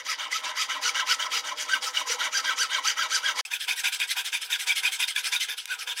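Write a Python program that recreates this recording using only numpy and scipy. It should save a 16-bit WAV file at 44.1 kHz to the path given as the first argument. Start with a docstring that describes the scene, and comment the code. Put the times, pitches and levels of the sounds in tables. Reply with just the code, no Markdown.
"""Hand saw on a plastic pipe

A fine-toothed hand saw cuts a thin plastic pipe held on a folding table, close to a small microphone.
Each stroke drags the teeth through the wall: a whine that follows the blade speed, over a rasp of chips.
Both ring pipe, blade and table; snags tick, brief squeaks stand out, and a faint rumble lies beneath.
After a short dropout the sound runs about 1.6 times faster and higher, with a fainter rumble."""
import sys
import numpy as np
from scipy import signal
from scipy.fft import rfft, irfft
from scipy.io import wavfile
from scipy.ndimage import uniform_filter1d

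SR = 44100
rng = np.random.default_rng(int(sys.argv[2]) if len(sys.argv) > 2 else 0)


def wav_record(signal):
    """Record a signal, one row per channel, as 16-bit PCM in the file named by sys.argv[1]."""
    frames = np.transpose(np.atleast_2d(signal))
    bounded = np.clip(frames, -1, 1)
    # unit amplitude maps onto the largest positive 16-bit level
    quanta = np.round(bounded * 32767).astype(np.int16)
    wavfile.write(sys.argv[1], SR, quanta)


N = 264600
TIME = np.arange(N) / SR
HZ = np.arange(N // 2 + 1) * SR / N
DROPOUT_START_S, DROPOUT_END_S = 3.4115, 3.4512
SPEED_UP = 1.589  # how many times higher the ringing and the rumble sound after the dropout


def undb(db):
    """Turn decibels into a gain."""
    return 10 ** (np.asarray(db) / 20)


def unit(x):
    """Scale a sound to an average (rms) level of 1."""
    return x / np.sqrt(np.mean(x ** 2))


def walk(rate):
    """Wander at random: steps lasting 1 / rate seconds, smoothed twice, with a spread near 1."""
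    hold = int(SR / rate)
    steps = np.repeat(rng.standard_normal(N // hold + 1), hold)
    smooth = uniform_filter1d(uniform_filter1d(steps, hold), hold)
    return 1.3 * smooth[:N]


def saw():
    """Teeth, chips and snags shake the body, which rings differently on push and pull."""
    level_db, tooth_hz, push, whine, treble_db, bass_db = strokes()
    bite, phase = teeth(tooth_hz)
    contact = rasp(phase) + scrape(phase) + whine * bite
    # a stronger whine must not make the whole stroke louder
    force = contact * undb(level_db) / np.sqrt(1 + whine ** 2)
    spectrum = rfft(force)
    low = irfft(spectrum / (1 + (HZ / 1150) ** 6), N)
    high = irfft(spectrum / (1 + (4200 / (HZ + 1)) ** 6), N)
    force = force + low * (undb(bass_db) - 1) + high * (undb(treble_db) - 1) + snags()
    # share the force between pull, push, fast pull and fast push
    fast = TIME > DROPOUT_START_S
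    shares = ((1 - push) * ~fast, push * ~fast, (1 - push) * fast, push * fast)
    sound = np.zeros(N)
    for kind, share in enumerate(shares):
        response = ringing(column=2 + kind, speed=SPEED_UP if kind > 1 else 1)
        sound += signal.fftconvolve(force * share, response)[:N]
    return sound


def strokes():
    """Move the blade to and fro: give level, tooth rate, push, whine, treble and bass over time."""
    # one row per stroke, pull and push in turn: turn of the blade t/s, level/dB,
    # swell from the bite to the end of the hold/dB, top tooth rate f/Hz,
    # whine against the rasp at top speed/dB, bass before the speed correction/dB
    stroke_rows = [(-0.08, -35, -2.5, 1162, -23, -0.5), (0.033, -32.5, 6.5, 1260, -5, -4),
                   (0.165, -34.5, -1.5, 1615, -28, 7), (0.293, -31.5, 1, 1278, -6.5, -2),
                   (0.417, -32, -3, 1372, -15, 7), (0.544, -30.5, 4, 1298, -6, -0.5),
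                   (0.674, -32, -3.5, 1561, -14, 7), (0.802, -29, 7, 1485, -10.5, 1.5),
                   (0.928, -30, -1, 1611, -7.5, 5.5), (1.05, -28.5, 3, 1440, -6, 0),
                   (1.173, -32.5, -2, 1564, -8, 7), (1.291, -30.5, 4, 1377, -9, 4),
                   (1.423, -35, -1, 1600, -9, 10.5), (1.552, -36.5, 4.5, 1650, -28, 5.5),
                   (1.671, -30, 0.5, 1590, -3.5, 3), (1.801, -34.5, 2.5, 1318, -14, 6),
                   (1.922, -32, 2.5, 1530, -15, 5), (2.05, -32.5, 6, 1469, -15, 8.5),
                   (2.173, -31.5, 2.5, 1617, -8, 7.5), (2.304, -32, 9, 1607, -3, 0),
                   (2.42, -31, 3.5, 1607, -4, 4), (2.555, -29.5, 2.5, 1566, -1, -0.5),
                   (2.68, -32, 4.5, 1626, -4.5, 5), (2.819, -30, 2, 1549, -6, 0.5),
                   (2.949, -30.5, 3.5, 1655, -4, 4.5), (3.082, -29.5, 6.5, 1578, -1.5, -2.5),
                   (3.21, -31, 7.5, 1657, -3, 3), (3.343, -32.5, 9.5, 1151, -10, 10.5),
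                   (3.43, -41.5, -5, 2649, 1, 13), (3.496, -32.5, 5, 1844, -16, 6),
                   (3.586, -36, 5.5, 1792, -6.5, 4), (3.666, -27, -1, 2545, -14, 10.5),
                   (3.751, -31.5, 7.5, 1906, -3, 2), (3.827, -24, -2.5, 2435, -21, 5.5),
                   (3.91, -31, 2, 2580, -14, 2), (3.983, -27.5, -0.5, 2540, -24, 7.5),
                   (4.066, -33.5, 9.5, 2085, -6, 3), (4.15, -29.5, -1.5, 2571, -22, 11),
                   (4.236, -34, -0.5, 1845, -19, 7.5), (4.311, -30.5, -0.5, 2395, -10.5, 7),
                   (4.399, -36, -3, 1826, -17, 8), (4.486, -29, 2, 1827, -11, 6.5),
                   (4.58, -32, 2, 2042, -10, 4.5), (4.655, -27, 1, 2390, -7.5, 9),
                   (4.746, -31, 2.5, 2248, -8.5, 4.5), (4.816, -27.5, 0.5, 2542, -9.5, 11),
                   (4.908, -32.5, 0.5, 2169, -7, 5), (4.98, -27.5, 1.5, 2607, -16, 6.5),
                   (5.067, -33, -2.5, 2137, -2, 5), (5.139, -30.5, 6, 2394, -21, 4),
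                   (5.225, -31.5, 3, 2063, -4, 8), (5.306, -28, 0, 2410, -7.5, 5.5),
                   (5.39, -30.5, -1, 2070, -3, 0), (5.469, -33, -1, 1787, -11, 11.5),
                   (5.559, -40, -8.5, 1512, -33, 3), (5.662, -36.5, 8, 1490, -5, 10.5),
                   (5.775, -37.5, 3, 1496, -26, 11.5), (5.857, -33.5, 2.5, 1766, -23, 12),
                   (5.946, -35.5, 8, 1810, -11, 8.5), (6.04, -40, 2, 1512, -8, -2)]
    # shape shared by a kind of stroke; rows pull, push, fast pull, fast push:
    # ends of bite, hold and let-go (shares of the stroke), arch in mid hold/dB, sag at the let-go/dB,
    # depth of the turn/dB, lateness of the top speed (exponent), treble/dB
    kind_rows = [(0.19, 0.63, 0.79, 0.99, -4, -18, 0.75, 0.75),
                 (0.22, 0.62, 0.8, 0.79, -7, -19.5, 1.05, 0.078),
                 (0.21, 0.57, 0.77, 0.88, -5.5, -20, 0.88, 0.1),
                 (0.21, 0.54, 0.78, 0.7, -4, -22.5, 0.95, 0.4)]
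    # slow drift of the treble: t/s, level added/dB
    treble_drift = [(0, -2), (0.6, -2), (1.2, 0), (1.7, 2), (2.4, 1.5), (3.3, 1.5), (3.85, -3), (4.2, -0.2),
                    (5.3, 0.05), (5.6, -1), (6, 0.3)]
    low_point_s = 0.0028  # the level is lowest this long after each turn

    turn, level, swell, top_hz, whine_db, bass_db = np.transpose(stroke_rows)
    push = np.arange(len(turn)) % 2
    kind = push + 2 * (turn > DROPOUT_START_S)
    bite, hold, let_go, arch, sag, depth, late, treble_db = np.array(kind_rows)[kind].T
    length = np.diff(turn, append=turn[-1] + 1)
    row = np.clip(np.searchsorted(turn, TIME) - 1, 0, len(turn) - 2)

    # quiet at the turn, a quick bite, an arched hold that swells or fades, a sag as the arm slows
    mid_hold = (bite + hold) / 2
    times = turn + np.array([low_point_s + 0 * turn, bite * length, mid_hold * length,
                             hold * length, let_go * length])
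    levels = level + np.array([depth, -swell / 2, arch, swell / 2, swell / 2 + sag])
    level_db = np.interp(TIME, times.T.ravel(), levels.T.ravel())

    # the blade stands still at each turn and is fastest near mid stroke; short fast strokes hold their speed
    before = TIME < DROPOUT_START_S
    place = np.clip((TIME - turn[row]) / length[row], 0, 1)
    speed = np.sin(np.pi * place ** late[row]).clip(0) ** np.where(before, .55, .4)

    def soften(column):
        """Blend the step from one stroke to the next over 400 samples."""
        return uniform_filter1d(1. * column[row], size=400)

    # a slow blade sticks and slips: the teeth bite evenly only near full speed
    whine = undb(soften(whine_db)) * speed ** np.where(before, 2.5, 5.5)
    # a faster blade sounds brighter and thinner
    drift_db = np.interp(TIME, *np.transpose(treble_drift))
    treble_db = soften(treble_db) + drift_db + 3.9 * (speed - .8)
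    bass_db = soften(bass_db) - 18.5 * (speed - .8)
    return level_db, top_hz[row] * speed, soften(push).clip(0, 1), whine, treble_db, bass_db


def teeth(tooth_hz, set_db=-14):
    """Bite of the teeth, uneven in spacing and depth; their sideways set repeats every third tooth."""
    uneven_hz = tooth_hz * (1 + .012 * walk(60) + .03 * walk(900))
    phase = 2 * np.pi * np.cumsum(uneven_hz) / SR
    bite = np.zeros(N)
    for multiple, db in enumerate((0, -7, -8, -12), start=1):
        bite += undb(db + 3 * walk(80) - 1) * np.sin(multiple * phase)
    sideways = undb(set_db + 4.0 * walk(30)) * np.sin(phase / 3)
    return bite + sideways, phase


def rasp(phase, grain_db=2.0, gate=0.63, judder_db=0.97, patchy_db=3.0):
    """Chips tear off in grains of uneven size, mostly as a tooth lands; the blade judders."""
    size_db = grain_db * rng.exponential(size=N).clip(0, 5)  # the limit avoids lone clicks
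    grains = rng.standard_normal(N) * undb(size_db)
    landing = 1 + np.clip(gate, 0, 1) * np.cos(phase)
    spectrum = rfft(grains * landing * undb(judder_db * walk(120)))
    # each third of an octave of the rasp swells and fades at random
    third = 3 * np.log2(HZ / 250 + 1e-6).clip(0, 6)
    chips = np.zeros(N)
    for k in range(19):
        band = irfft(spectrum * (1 - abs(third - k)).clip(0), N)
        chips += band * undb(patchy_db * walk(70))
    return unit(chips)


def scrape(phase, level_db=-15.5):
    """Teeth that catch only now and then: rough bands that glide with the tooth rate and its multiples."""
    return undb(level_db) * sum(walk(350) * np.sin(k * phase) for k in (1, 2, 3, 4))


def snags(tick_s=.0015):
    """Teeth that snag: short bursts of noise that die away at once."""
    # one row per snag: t/s, level before halving and ringing/dB
    snag_rows = [(1.001, -15), (1.122, -21), (3.147, -19), (5.162, -14), (5.656, -20.5), (5.678, -27)]
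    out = np.zeros(N)
    tick = np.exp(-np.arange(400) / SR / tick_s)
    for s, db in snag_rows:
        start = int(s * SR)
        out[start:start + len(tick)] += undb(db) * tick * rng.standard_normal(400) / 2
    return out


def ringing(column, speed):
    """Ring of pipe, blade and table: all resonances together, evened out in level over the middle band."""
    # one row per resonance, before any speed-up: f/Hz, width setting/Hz,
    # then relative level/dB on pull, push, fast pull and fast push
    body_rows = [(306.6, 61, -21.5, -29, -21.5, -26), (501.7, 58, -19, -11.5, -16, -20.5),
                 (618, 72, -11.5, -42, -15, -10.5), (833, 77, -12, -9, -5.5, -32.5),
                 (923.3, 19.5, -23, -22, -20, 0), (1015.4, 181, -2.5, -5.5, -1, -1.5),
                 (1346, 21, -28, -21, 1, -28), (1322, 66, 1, 0, -15, -16), (1556, 500, -5.5, -6.5, 0, 0.5),
                 (1561.5, 28, -2.5, -4, -15, 4.5), (1958, 76, 3.5, -2, -26, -24),
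                 (2005, 496, -4, -3, 3, -2.5), (2244, 263, 1.5, -3, -22, 0), (2304, 50, -18, -20, -15, 0.5),
                 (2450, 2000, -60, -8.5, -4, -39.5), (3020, 37, 3, 4.5, -18, -22),
                 (2963, 480, -1, -4.5, -27, -9), (3274, 254, -2, -1.5, -2, -8),
                 (3656, 120, -1.5, -18, -62, -60), (3823, 730, -7, -5.5, -5.5, -8.5),
                 (4680, 140, -8.5, -3, -23, -35), (4860, 960, -11, -3.5, -10.5, -12.5),
                 (5260, 1000, -60, -12, -6.5, -37), (5840, 910, -8, -5.5, -13, -15),
                 (6060, 270, -9.5, -2.5, -10, -27.5), (6810, 750, -12, -6.5, -6, -13.5),
                 (7660, 1600, -22.5, -15.5, -16, -19.5), (8740, 880, -19, -17, -19, -35),
                 (9130, 860, -22, -15, -15, -20), (10240, 780, -26.5, -60, -60, -60),
                 (11260, 1900, -25, -19, -60, -60), (12300, 1140, -34, -63, -60, -60),
                 (14900.0, 2500, -30, -28, 0, 1)]
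    grid = np.arange(1, 2050) * SR / 4096
    power = np.zeros(len(grid))
    for mode in body_rows:
        hz, width = mode[0], mode[1]
        detuning = hz / width * (grid / (hz * speed) - hz * speed / grid)
        power += undb(mode[column]) ** 2 / (1 + detuning ** 2) ** 2
    middle = (grid > 800) & (grid < 4200)
    power = power / power[middle].sum() * len(grid)
    # fold the cepstrum (the spectrum of the log spectrum) so that the ring starts at once
    cepstrum = irfft(np.log(power + 1e-7) / 2)
    cepstrum[1:2048] *= 2
    cepstrum[2049:] = 0
    return irfft(np.exp(rfft(cepstrum)))


def squeaks(rise_s=0.0021, fall_s=0.0053, flutter=0.012, middle_hz=2500, longer=0.55):
    """Brief tones that swell, bend in pitch and die within milliseconds; low ones last longer."""
    # one row per squeak: t/s, pitch before the bend f/Hz, level before the fade trims it/dB
    squeak_rows = [(0.326, 2024, -19.5), (0.58, 1940, -35.5), (0.762, 1030, -27.5), (0.877, 2910, -24),
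                   (0.89, 2263, -20.5), (0.993, 1600, -21), (1.02, 1030, -28), (1.12, 5010, -22),
                   (1.223, 3160, -21.5), (1.262, 1051, -28), (1.37, 5037, -20.5), (1.512, 1031, -29),
                   (1.732, 1557, -16.5), (1.738, 2900, -18), (1.97, 2930, -15), (2.011, 1020, -24),
                   (2.095, 478.7, -32.5), (2.118, 5942, -21), (2.211, 1380, -22), (2.265, 1039, -27.5),
                   (2.368, 4740, -20), (2.371, 5917, -21.5), (2.492, 3325, -22), (2.604, 6110, -19.5),
                   (2.624, 1541, -22.5), (2.745, 3150, -20), (2.781, 1032, -24), (2.873, 6110, -17.5),
                   (2.88, 4626, -19), (2.99, 1336, -19), (3.021, 3187, -22), (3.144, 4720, -20),
                   (3.259, 3226, -17.5), (3.284, 1557, -20.5), (3.534, 2470, -18.5), (3.708, 2262, -19.5),
                   (3.87, 2355, -19), (3.855, 3700, -23), (4.019, 2280, -23), (4.025, 3320, -22),
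                   (4.548, 3397, -20.5), (4.691, 2330, -16.5), (4.718, 3272, -19.5), (4.851, 2538, -23),
                   (4.876, 3215, -18.5), (5.038, 3645, -18.5), (5.16, 1680, -22.5), (5.16, 3398, -18.5),
                   (5.176, 2310, -24), (5.361, 3660, -18.5)]
    out, t = np.zeros(N), TIME[:3000]
    for s, hz, db in squeak_rows:
        turn, bend = rng.standard_normal(2)
        u = t * min(hz / middle_hz, 1) ** longer  # time runs slower for low squeaks
        swell = (u / rise_s / 2) ** 2 * np.exp(2 - u / rise_s)
        fade = np.exp(-(u / (rise_s + 2 * fall_s)) ** 2)
        bent_t = t * (1 + flutter * bend * (u / fall_s - 1))
        tone = np.sin(2 * np.pi * (hz * bent_t + turn))
        start = int(s * SR)
        out[start:start + len(t)] += undb(db) * swell * fade * tone
    return out


def rumble(before_db=-61.5, after_db=-68):
    """Low noise with a few narrow humps, gently wavering; higher and fainter after the dropout."""
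    # spectrum before the speed-up: f/Hz, relative level per Hz/dB
    rumble_rows = [(12, -53), (20, -26), (49, -36), (119, -21), (163, -26), (213, -21), (274, -7.5),
                   (398, -20), (483, -6), (505, 0.5), (552, -9.5), (612, 4), (700, -19), (910, -52),
                   (1540, -120)]
    hz, db = np.transpose(rumble_rows)
    white = rfft(rng.standard_normal(N))

    def shaped(speed):
        """Colour the noise, with all its humps moved up by speed."""
        colour_db = np.interp(np.log(HZ / speed + 1), np.log(hz), db, right=-90)
        return unit(irfft(white * undb(colour_db), N))

    before, after = shaped(1) * undb(before_db), shaped(SPEED_UP) * undb(after_db)
    noise = np.where(TIME < DROPOUT_START_S, before, after)
    return noise * undb(3.0 * walk(6.74))


def scene(echo_t60_s=0.19, echo_db=-14):
    """The saw and its squeaks, their short echo from the surroundings (a fading noise tail), and the rumble."""
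    near = saw() + squeaks()
    t = TIME[:SR // 2]
    tail = rng.standard_normal(len(t)) * undb(-60 * t / echo_t60_s) * (t > .004)
    echo = signal.fftconvolve(near, tail / np.sqrt(np.sum(tail ** 2)))[:N]
    return (near + undb(echo_db) * echo + rumble())[None]


def record(dry, top_hz=15800):
    """The sound drops out for a moment; the top is cut steeply."""
    dropout = (TIME > DROPOUT_START_S) & (TIME < DROPOUT_END_S)
    on = uniform_filter1d(np.where(dropout, undb(-55), 1), size=40)
    top_cut = signal.ellip(10, .2, 75, top_hz, fs=SR, output="sos")
    return signal.sosfilt(top_cut, dry * on)


dry = scene()
out = record(dry)
wav_record(out)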